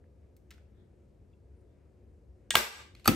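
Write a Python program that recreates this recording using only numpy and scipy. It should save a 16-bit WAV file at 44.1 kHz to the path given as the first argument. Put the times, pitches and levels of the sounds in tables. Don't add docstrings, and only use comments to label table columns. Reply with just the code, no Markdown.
import sys
import numpy as np
from scipy import signal
from scipy.fft import rfft, irfft, next_fast_len
from scipy.io import wavfile
from scipy.ndimage import uniform_filter1d, minimum_filter1d, map_coordinates

SR = 44100
rng = np.random.default_rng(int(sys.argv[2]) if len(sys.argv) > 2 else 0)


def invert_db(level):
    return 10 ** (np.asarray(level, dtype=float) / 20)


def transcribe(u):
    v = np.clip(np.atleast_2d(u).T, -1, 1)
    q = np.round(v * 32767).astype(np.int16)
    wavfile.write(sys.argv[1], SR, q)


N = 138915

EDGES = 20 * 2 ** np.arange(0, 9.9, .4)

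# (frequency [Hz], level [dB])
FLOOR_COLOUR = [(20, -29), (70, 3.5), (160, -13.5), (480, -17.5), (952, -37), (3000, -48.5), (11500, -51),
                (16500, -75)]
FLOOR_DB, FLOOR_PATCHY_DB, FLOOR_PATCH_S = -57.5, .8, .1
# (frequency [Hz], width [Hz], level [dB])
FLOOR_BANDS = [(113, 9.7, -11), (207, 7, 2.5), (256, 6, -8), (306, 11, -5), (360, 8, 2), (423, 9, -5),
               (495, 10, -9), (556, 9, -8)]
FLOOR_BANDS_DB = -69
# (frequency [Hz], likeness [-1..1])
FLOOR_LIKENESS = [(60, 1), (180, 0.86), (550, 0.59), (1650, 0.25), (4970, 0.74), (15000, 0.061)]

RUSTLE_HZ, RUSTLE_DB, RUSTLE_PATCHY_DB = (990, 2650), -88.5, 2.5
# (time [s], half length [s], level over the rustle [dB], frequency [Hz])
SHIFTS = [
    (0.812, 0.06, 14.5, 3450),
    (0.816, .08, 10, 1800),
    (1.7, 0.056, 10, 3500),
]

# (time [s], level [dB], frequency [Hz], t60 [s])
PINGS = [(0.041, -59, 1750, .006), (0.513, -71, 5550, 0.097), (2.5124, -28.5, 3160, .04),
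         (.367, -68, 2400, .008), (.367, -71.5, 4500, .006), (.378, -75, 2150, .03), (.539, -68, 5500, .03),
         (0.512, -53, 1330, 0.018), (0.581, -58, 1490, 0.016), (1.33, -75, 3400, 0.047),
         (1.336, -69.5, 2700, 0.033), (2.539, -35, 910, 0.032), (2.5433, -27.5, 880, 0.053),
         (2.546, -32, 5600, .02), (2.5453, -33.5, 7500, 0.028), (3.0586, -19, 1290, 0.018),
         (3.0586, -24.5, 880, .006), (3.059, -30, 2600, .006), (3.059, -32, 4700, 0.011),
         (3.0778, -9.5, 1301, 0.033), (3.0775, -14, 790, 0.025), (3.0772, -14, 2600, .012),
         (3.0769, -8, 11650, 0.01)]

# (frequency [Hz], likeness [-1..1])
ROOM_LIKENESS = [(60, 1), (240, 0.87), (950, 0.15), (3770, 0.23), (15000, 0.39)]
# (frequency [Hz], t60 [s])
ROOM_T60 = [(60, 0.16), (250, 0.35), (1000, 0.42), (4000, 0.43), (9000, 0.39), (12000, 0.25), (15000, 0.29)]
# (frequency [Hz], level [dB])
ROOM_COLOUR = [(60, -5), (300, 6), (1500, 1.5), (6000, -3), (15000, -0.5)]
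ROOM_DB, ROOM_GAP_S, ROOM_EARLY_DB = -26, .0115, -9

# (time [s], peak [dB], rattle [s], tilt [dB per octave])
TICKS = [
    (.3655, -51.5, 0.0054, 9.5),
    (.5063, -43, 0.0051, 2.5),
    (.5115, -45.5, 0.0074, -2),
    (.524, -55, .006, -3),
    (.537, -58, .008, 0),
    (.556, -66, .01, 0),
    (.579, -64.5, 0.0098, -2),
]
# (frequency [Hz], level [dB])
TICK_COLOUR = [(500, -19), (1000, -4.5), (2000, 8), (4500, 2), (9000, -4), (16500, -11)]
# (frequency [Hz], level [dB], t60 [s])
TICK_RING = [(2180, 4, 0.012), (4170, 3, 0.013), (5550, -7, 0.056)]

# (time [s], length [s], from [Hz], to [Hz], level [dB])
SQUEAK = (1.55, .04, 9350, 9800, -86)

# (time [s], peak [dB], rattle [s], tilt [dB per octave])
LATCH = [
    (2.5055, -11.5, 0.0018, 4),
    (2.5075, -17.5, 0.0034, -3.5),
    (2.5125, -29.5, .003, -1),
    (2.5185, -29.5, 0.0018, -4.5),
    (2.5275, -36, .003, 4.5),
    (2.5385, -31, 0.0035, 3.5),
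    (2.5435, -31.5, 0.0015, -7),
]
# (frequency [Hz], level [dB])
LATCH_COLOUR = [(300, -19.5), (800, -25), (1900, 0), (3300, 5), (5300, -2), (8500, 3), (11500, -14),
                (16500, -16.5)]
# (frequency [Hz], level [dB], t60 [s])
LATCH_RING = [(1640, -9.5, 0.096), (1880, -4, 0.094), (2270, -16.5, 0.068), (3160, -6.5, 0.059),
              (3585, -2.5, 0.047), (6900, -16, 0.068), (8360, -3.5, .04), (8300, -12.5, 0.04)]

# (time [s], peak [dB], rattle [s], tilt
# [dB per octave])
BLADE = [
    (2.5531, -7.5, 0.00042, 3.5),
    (2.5536, -6, 0.00036, 2.5),
    (2.554, -7, 0.00068, 6),
    (2.5561, -7, .001, 2.5),
    (2.558, -8, 0.00086, 0),
    (2.5598, -14.5, .001, 4.5),
    (2.5665, -12.5, .002, -0.5),
]
# (frequency [Hz], level [dB])
BLADE_COLOUR = [(60, -14.5), (300, -7), (1130, -1.5), (2500, -2.5), (4300, -6.5), (8750, -11.5),
                (12000, -10.5), (16500, -21)]
# (frequency [Hz], level [dB], t60 [s])
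BLADE_RING = [(1246, 1, 0.0061), (1630, -3, 0.04), (2600, -20, 0.02), (2800, 0, .01), (3570, -5, 0.029)]
# (time [s], level [dB], frequency [Hz], t60 [s])
STRIKE = [
    (2.555, 6.5, 3186, 0.0029),
    (2.5547, 1.5, 1242, 0.0035),
]

# (time [s], level [dB])
SEAT_THUD = [
    (2.556, -36),
    (2.566, -29),
]
# (frequency [Hz], level [dB], t60 [s])
SEAT_RING = [(62, 5.5, 0.16), (105, -12.5, 0.04), (315, -11.5, 0.008), (490, -16.5, .05)]
THUD_CONTACT_HZ, THUD_LOW_HZ = 480, 68

# (frequency [Hz], level [dB], t60 [s])
FRAME_RING = [(738, -42, 0.28), (1204, -34, 0.3), (1604, -36.5, .18), (1860, -37, 0.23),
              (2380, -45.5, 0.15), (2455, -43, .18), (2730, -38, .18), (2900, -44, 0.3), (3661, -41, .16)]
FRAME_S = 2.5665

# (time [s], peak [dB], rattle [s], tilt [dB per octave])
CLICKS = [
    (2.9507, -46.5, 0.0023, -3),
    (2.9965, -51, 0.006, -0.5),
    (3.0445, -41.5, 0.013, -0.5),
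    (3.0555, -27.5, 0.013, 4),
]
# (frequency [Hz], level [dB])
CLICK_COLOUR = [(700, -45.5), (2000, 0), (3500, 0.5), (6500, -6), (12000, -8.5), (16500, -20.5)]
# (frequency [Hz], level [dB], t60 [s])
CLICK_RING = [(2770, 4.5, 0.0024), (4430, -5.5, 0.0079)]

# (time [s], peak [dB], rattle [s], tilt [dB per octave])
SET_DOWN = [
    (3.0765, -5, 0.0038, 5.5),
    (3.0795, -9.5, 0.0028, 4),
    (3.083, -14, 0.0016, 2),
    (3.0868, -15.5, 0.0021, -0.5),
    (3.0905, -18, 0.0032, 7.5),
]
# (frequency [Hz], level [dB])
SET_DOWN_COLOUR = [(200, -13), (500, -7), (1300, -5.5), (2500, -5), (5000, -14), (8400, -17.5),
                   (11700, -22.5), (16500, -23.5)]
# (frequency [Hz], level [dB], t60 [s])
SET_DOWN_RING = [(827, -11.5, 0.012), (1290, -2.5, 0.012), (1877, -14, 0.013), (2720, -10.5, 0.02),
                 (3650, -14, 0.0052), (4700, -4.5, 0.012), (6500, -15, 0.0087), (8530, -13, 0.0082)]

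BOARD_THUD_S = [3.0822, 3.0859, 3.0914, 3.095, 3.0993, 3.1032, 3.109, 3.1144, 3.1165, 3.1205, 3.133, 3.1455]
BOARD_THUD_DB = [-15.5, -15, -7.5, -16, -15.5, -19, -24.5, -19, -19, -19, -26, -21]
# (frequency [Hz], level [dB], t60 [s])
BOARD_RING = [(79, -25, 0.2), (113, -9.5, 0.065), (170, -10, 0.036), (241, 1.5, 0.022), (323, -1, 0.024),
              (440, -12, 0.012)]

# (frequency [Hz], left lead [radians])
PORT_LEAD = [(60, -.15), (260, -1.0), (1400, -.7), (3100, .6), (7900, 0.7), (10800, -3.8), (13200, -9),
             (16500, -12.8)]
# (frequency [Hz], left over right [dB])
PORT_BALANCE = [(60, -0.5), (180, 3.5), (550, -.5), (1650, 0), (4970, 1), (15000, -1)]
# (from [Hz], to [Hz])
DEAD_BANDS = [(9620, 10880), (13020, 14520), (15800, 17500)]
ATTACK_RISE, ATTACK_OPEN_S = 4, .005
DUCK_FROM_DB, DUCK_SHARE, DUCK_ATTACK_S, DUCK_HOLD_S, DUCK_BACK_DB_PER_S = -23.5, 0.59, 0.016, 0.14, 105
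TOP, LOW_CUT_HZ, CUTOFF_HZ = .86, 35, 16900


def at_hz(points, hz):
    points = np.array(points)
    return np.interp(np.log(hz), np.log(points[:, 0]), points[:, 1])


def bands(x):
    for k, (low, high) in enumerate(zip(EDGES, EDGES[1:])):
        band_pass = signal.butter(2, [low, high], "band", fs=SR, output="sos")
        yield np.sqrt(low * high), signal.sosfilt(band_pass, x[k % len(x)])


def ring(x, modes):
    out = 0
    for hz, level_db, t60 in modes:
        r, w = invert_db(-60 / (t60 * SR)), 2 * np.pi * hz / SR
        gain = invert_db(level_db) * np.sin(w)
        out = out + signal.lfilter([0, gain], [1, -2 * r * np.cos(w), r * r], x + 1e-18)
    return out


def pair(hz, likeness, mid_side):
    alike = np.clip(at_hz(likeness, hz), -1, 1)
    return np.sqrt(1 + alike) * mid_side[0] + np.sqrt(1 - alike) * mid_side[1] * [[1], [-1]]


def coloured(x, colour, tilt_db):
    size = 2 ** 14
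    hz = np.maximum(np.arange(size // 2 + 1) * SR / size, 20)
    fold = irfft(np.log(invert_db(at_hz(colour, hz) + tilt_db * np.log2(hz / 3000))))
    fold[1:size // 2] *= 2
    fold[size // 2 + 1:] = 0
    return irfft(rfft(x, size) * np.exp(rfft(fold)))[:len(x)]


def wander():
    steps = int((N + SR) / SR / FLOOR_PATCH_S) + 2
    return map_coordinates(rng.standard_normal(200), [np.linspace(0, steps, N + SR)], order=3)


def near_far(x, far_db):
    return x * invert_db(np.array([[0], [far_db]]))


def blows(events, colour, modes, ring_db, room_db):
    out, t = np.zeros((2, N + SR)), np.arange(SR // 4) / SR
    for s, level_db, rattle_s, tilt_db in events:
        contacts = rng.laplace(size=len(t)) * np.exp(-t / rattle_s) * np.minimum(t / .0003, 1)
        crack = coloured(contacts, colour, tilt_db)
        body = ring(contacts, modes)
        sound = crack / np.abs(crack).max() + invert_db(ring_db) * body / np.abs(body).max()
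        even = coloured(1. * (t == 0), colour, tilt_db)
        to_room = invert_db(room_db) * (.1 * sound + even * sound.std() / even.std())
        start = int(s * SR)
        out[:, start:start + len(t)] += invert_db(level_db) * np.array([sound, to_room])
    return out[:, :N]


def taps(events):
    out = np.zeros(N)
    for s, level_db, hz, t60 in events:
        push = np.zeros(N)
        start, length = int(s * SR), int(SR / hz)
        cycle = np.sin(2 * np.pi * np.arange(length) / length)
        push[start:start + length] = -np.hanning(length) * cycle * 4 / length
        out += ring(push, [(hz, level_db, t60)])
    return out


def thuds(events, modes):
    pushes, r = np.zeros(N), np.exp(-2 * np.pi * THUD_CONTACT_HZ / SR)
    for s, level_db in events:
        pushes[int(s * SR)] = invert_db(level_db)
    soft = signal.lfilter([(1 - r) ** 2], [1, -2 * r, r * r], pushes + 1e-18)
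    return signal.lfilter(*signal.butter(2, THUD_LOW_HZ, "high", fs=SR), ring(soft, modes))


def floor():
    wide, narrow = 0, 0
    for hz, band in bands(rng.standard_normal((2, 2, N + SR))):
        level = invert_db(at_hz(FLOOR_COLOUR, hz) + FLOOR_PATCHY_DB * wander())
        wide = wide + (level * pair(hz, FLOOR_LIKENESS, band))[:, SR:]
    for hz, width_hz, level_db in FLOOR_BANDS:
        band = ring(rng.standard_normal((2, N + SR)), [(hz, level_db, 2.2 / width_hz)])
        narrow = narrow + pair(hz, FLOOR_LIKENESS, band)[:, SR:] * width_hz
    return invert_db(FLOOR_DB) * wide / wide.std() + invert_db(FLOOR_BANDS_DB) * narrow / narrow.std()


def rustle():
    grains = rng.laplace(size=(2, N + SR)) * invert_db(RUSTLE_PATCHY_DB * wander())
    band_pass = signal.butter(4, RUSTLE_HZ, "band", fs=SR, output="sos")
    band = signal.sosfilt(band_pass, grains + grains[0])[:, SR:]
    out = band / band.std()
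    for s, half_s, level_db, hz in SHIFTS:
        slide = ring(grains[:, SR:], [(hz, 0, .006)])
        swell = np.exp(-((np.arange(N) / SR - s) / half_s) ** 2)
        out = out + invert_db(level_db - 9) * slide / slide.std() * swell
    return invert_db(RUSTLE_DB) * out


def pings():
    return near_far(taps(PINGS), -16)


def room(x):
    t = np.arange(SR) / SR
    onset = np.where(t < ROOM_GAP_S, invert_db(ROOM_EARLY_DB) * (t > .002), 1)
    echo = 0
    for hz, band in bands(rng.standard_normal((2, 2, SR))):
        decay = invert_db(at_hz(ROOM_COLOUR, hz) - 60 * t / at_hz(ROOM_T60, hz))
        echo = echo + decay * pair(hz, ROOM_LIKENESS, band)
    return invert_db(ROOM_DB) * signal.fftconvolve(x[None], onset * echo, axes=1)[:, :N]


def ticks():
    return blows(TICKS, TICK_COLOUR, TICK_RING, ring_db=-17.0, room_db=-13.0)


def squeak():
    s, length, low_hz, high_hz, level_db = SQUEAK
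    u = np.clip((np.arange(N) / SR - s) / length, 0, 1)
    phase = 2 * np.pi * np.cumsum(low_hz + (high_hz - low_hz) * u) / SR
    return invert_db(level_db) * np.sin(np.pi * u) * np.sin(phase)


def latch():
    return blows(LATCH, LATCH_COLOUR, LATCH_RING, ring_db=-9.5, room_db=-11.0)


def blade():
    slam = blows(BLADE, BLADE_COLOUR, BLADE_RING, ring_db=-10.5, room_db=0.83)
    return slam + near_far(taps(STRIKE), -16)


def seat():
    return near_far(thuds(SEAT_THUD, SEAT_RING), -7)


def frame():
    out = 0
    for mode in FRAME_RING:
        start = int((FRAME_S - rng.uniform(0, .008)) * SR)
        out = out + ring(1. * (np.arange(N) == start), [mode])
    return near_far(out, -12)


def clicks():
    return blows(CLICKS, CLICK_COLOUR, CLICK_RING, ring_db=-0.5, room_db=-6.5)


def set_down():
    return blows(SET_DOWN, SET_DOWN_COLOUR, SET_DOWN_RING, ring_db=-5.0, room_db=-7.5)


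def boards():
    return near_far(thuds(zip(BOARD_THUD_S, BOARD_THUD_DB), BOARD_RING), -18)


def ports(x):
    size = next_fast_len(N + SR)
    hz = np.maximum(np.arange(size // 2 + 1) * SR / size, 20)
    half = invert_db(at_hz(PORT_BALANCE, hz) / 2) * np.exp(.5j * at_hz(PORT_LEAD, hz))
    return irfft(rfft(x, size) * np.array([half, 1 / half]), size)[:, :N]


def scene():
    tool = ticks() + clicks() + latch() + blade() + set_down()
    near, far = tool + seat() + boards() + pings() + frame() + squeak()
    reverb = room(far) * invert_db(np.array([[.3], [-.3]]))
    return ports(near) + reverb + rustle() + floor() * invert_db(np.array([[1.1], [-1.1]]))


def duck(x):
    level_db = 10 * np.log10(uniform_filter1d(np.mean(x ** 2, axis=0), size=128) + 1e-12)
    over = DUCK_SHARE * np.maximum(level_db - DUCK_FROM_DB, 0)
    hold = int(DUCK_HOLD_S * SR)
    held = -minimum_filter1d(-np.r_[np.zeros(hold), over], size=hold)[hold // 2:hold // 2 + N]
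    slope = DUCK_BACK_DB_PER_S * np.arange(N) / SR
    cut_db = np.maximum.accumulate(held + slope) - slope
    r = np.exp(-1 / (DUCK_ATTACK_S * SR))
    return x * invert_db(-signal.lfilter([1 - r], [1, -r], cut_db))


def empty_bands(x):
    notched, bright = x, np.gradient(x[0]) ** 2
    for edges in DEAD_BANDS:
        notch = signal.ellip(5, .5, 50, edges, "bandstop", fs=SR, output="sos")
        notched = signal.sosfilt(notch, notched)
    usual = signal.lfilter([.001], [1, -.999], bright)
    attack = uniform_filter1d(bright, size=128) > ATTACK_RISE * usual
    opened = -minimum_filter1d(-1. * attack, size=int(ATTACK_OPEN_S * SR))
    return notched + uniform_filter1d(opened, size=128) * (x - notched)


def low_pass(x):
    return signal.sosfilt(signal.butter(12, 16990, fs=SR, output="sos"), x)


def record(dry):
    x = TOP * np.tanh(duck(dry) / TOP)
    x = np.concatenate([x[:, SR // 4:0:-1], x], axis=1)
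    x = signal.sosfilt(signal.cheby2(12, 70, CUTOFF_HZ, fs=SR, output="sos"), x)
    x = empty_bands(x)
    mix = signal.sosfilt(signal.butter(4, LOW_CUT_HZ, "high", fs=SR, output="sos"), x)[:, SR // 4:]
    return low_pass(mix)


dry = scene()
out = record(dry)
transcribe(out)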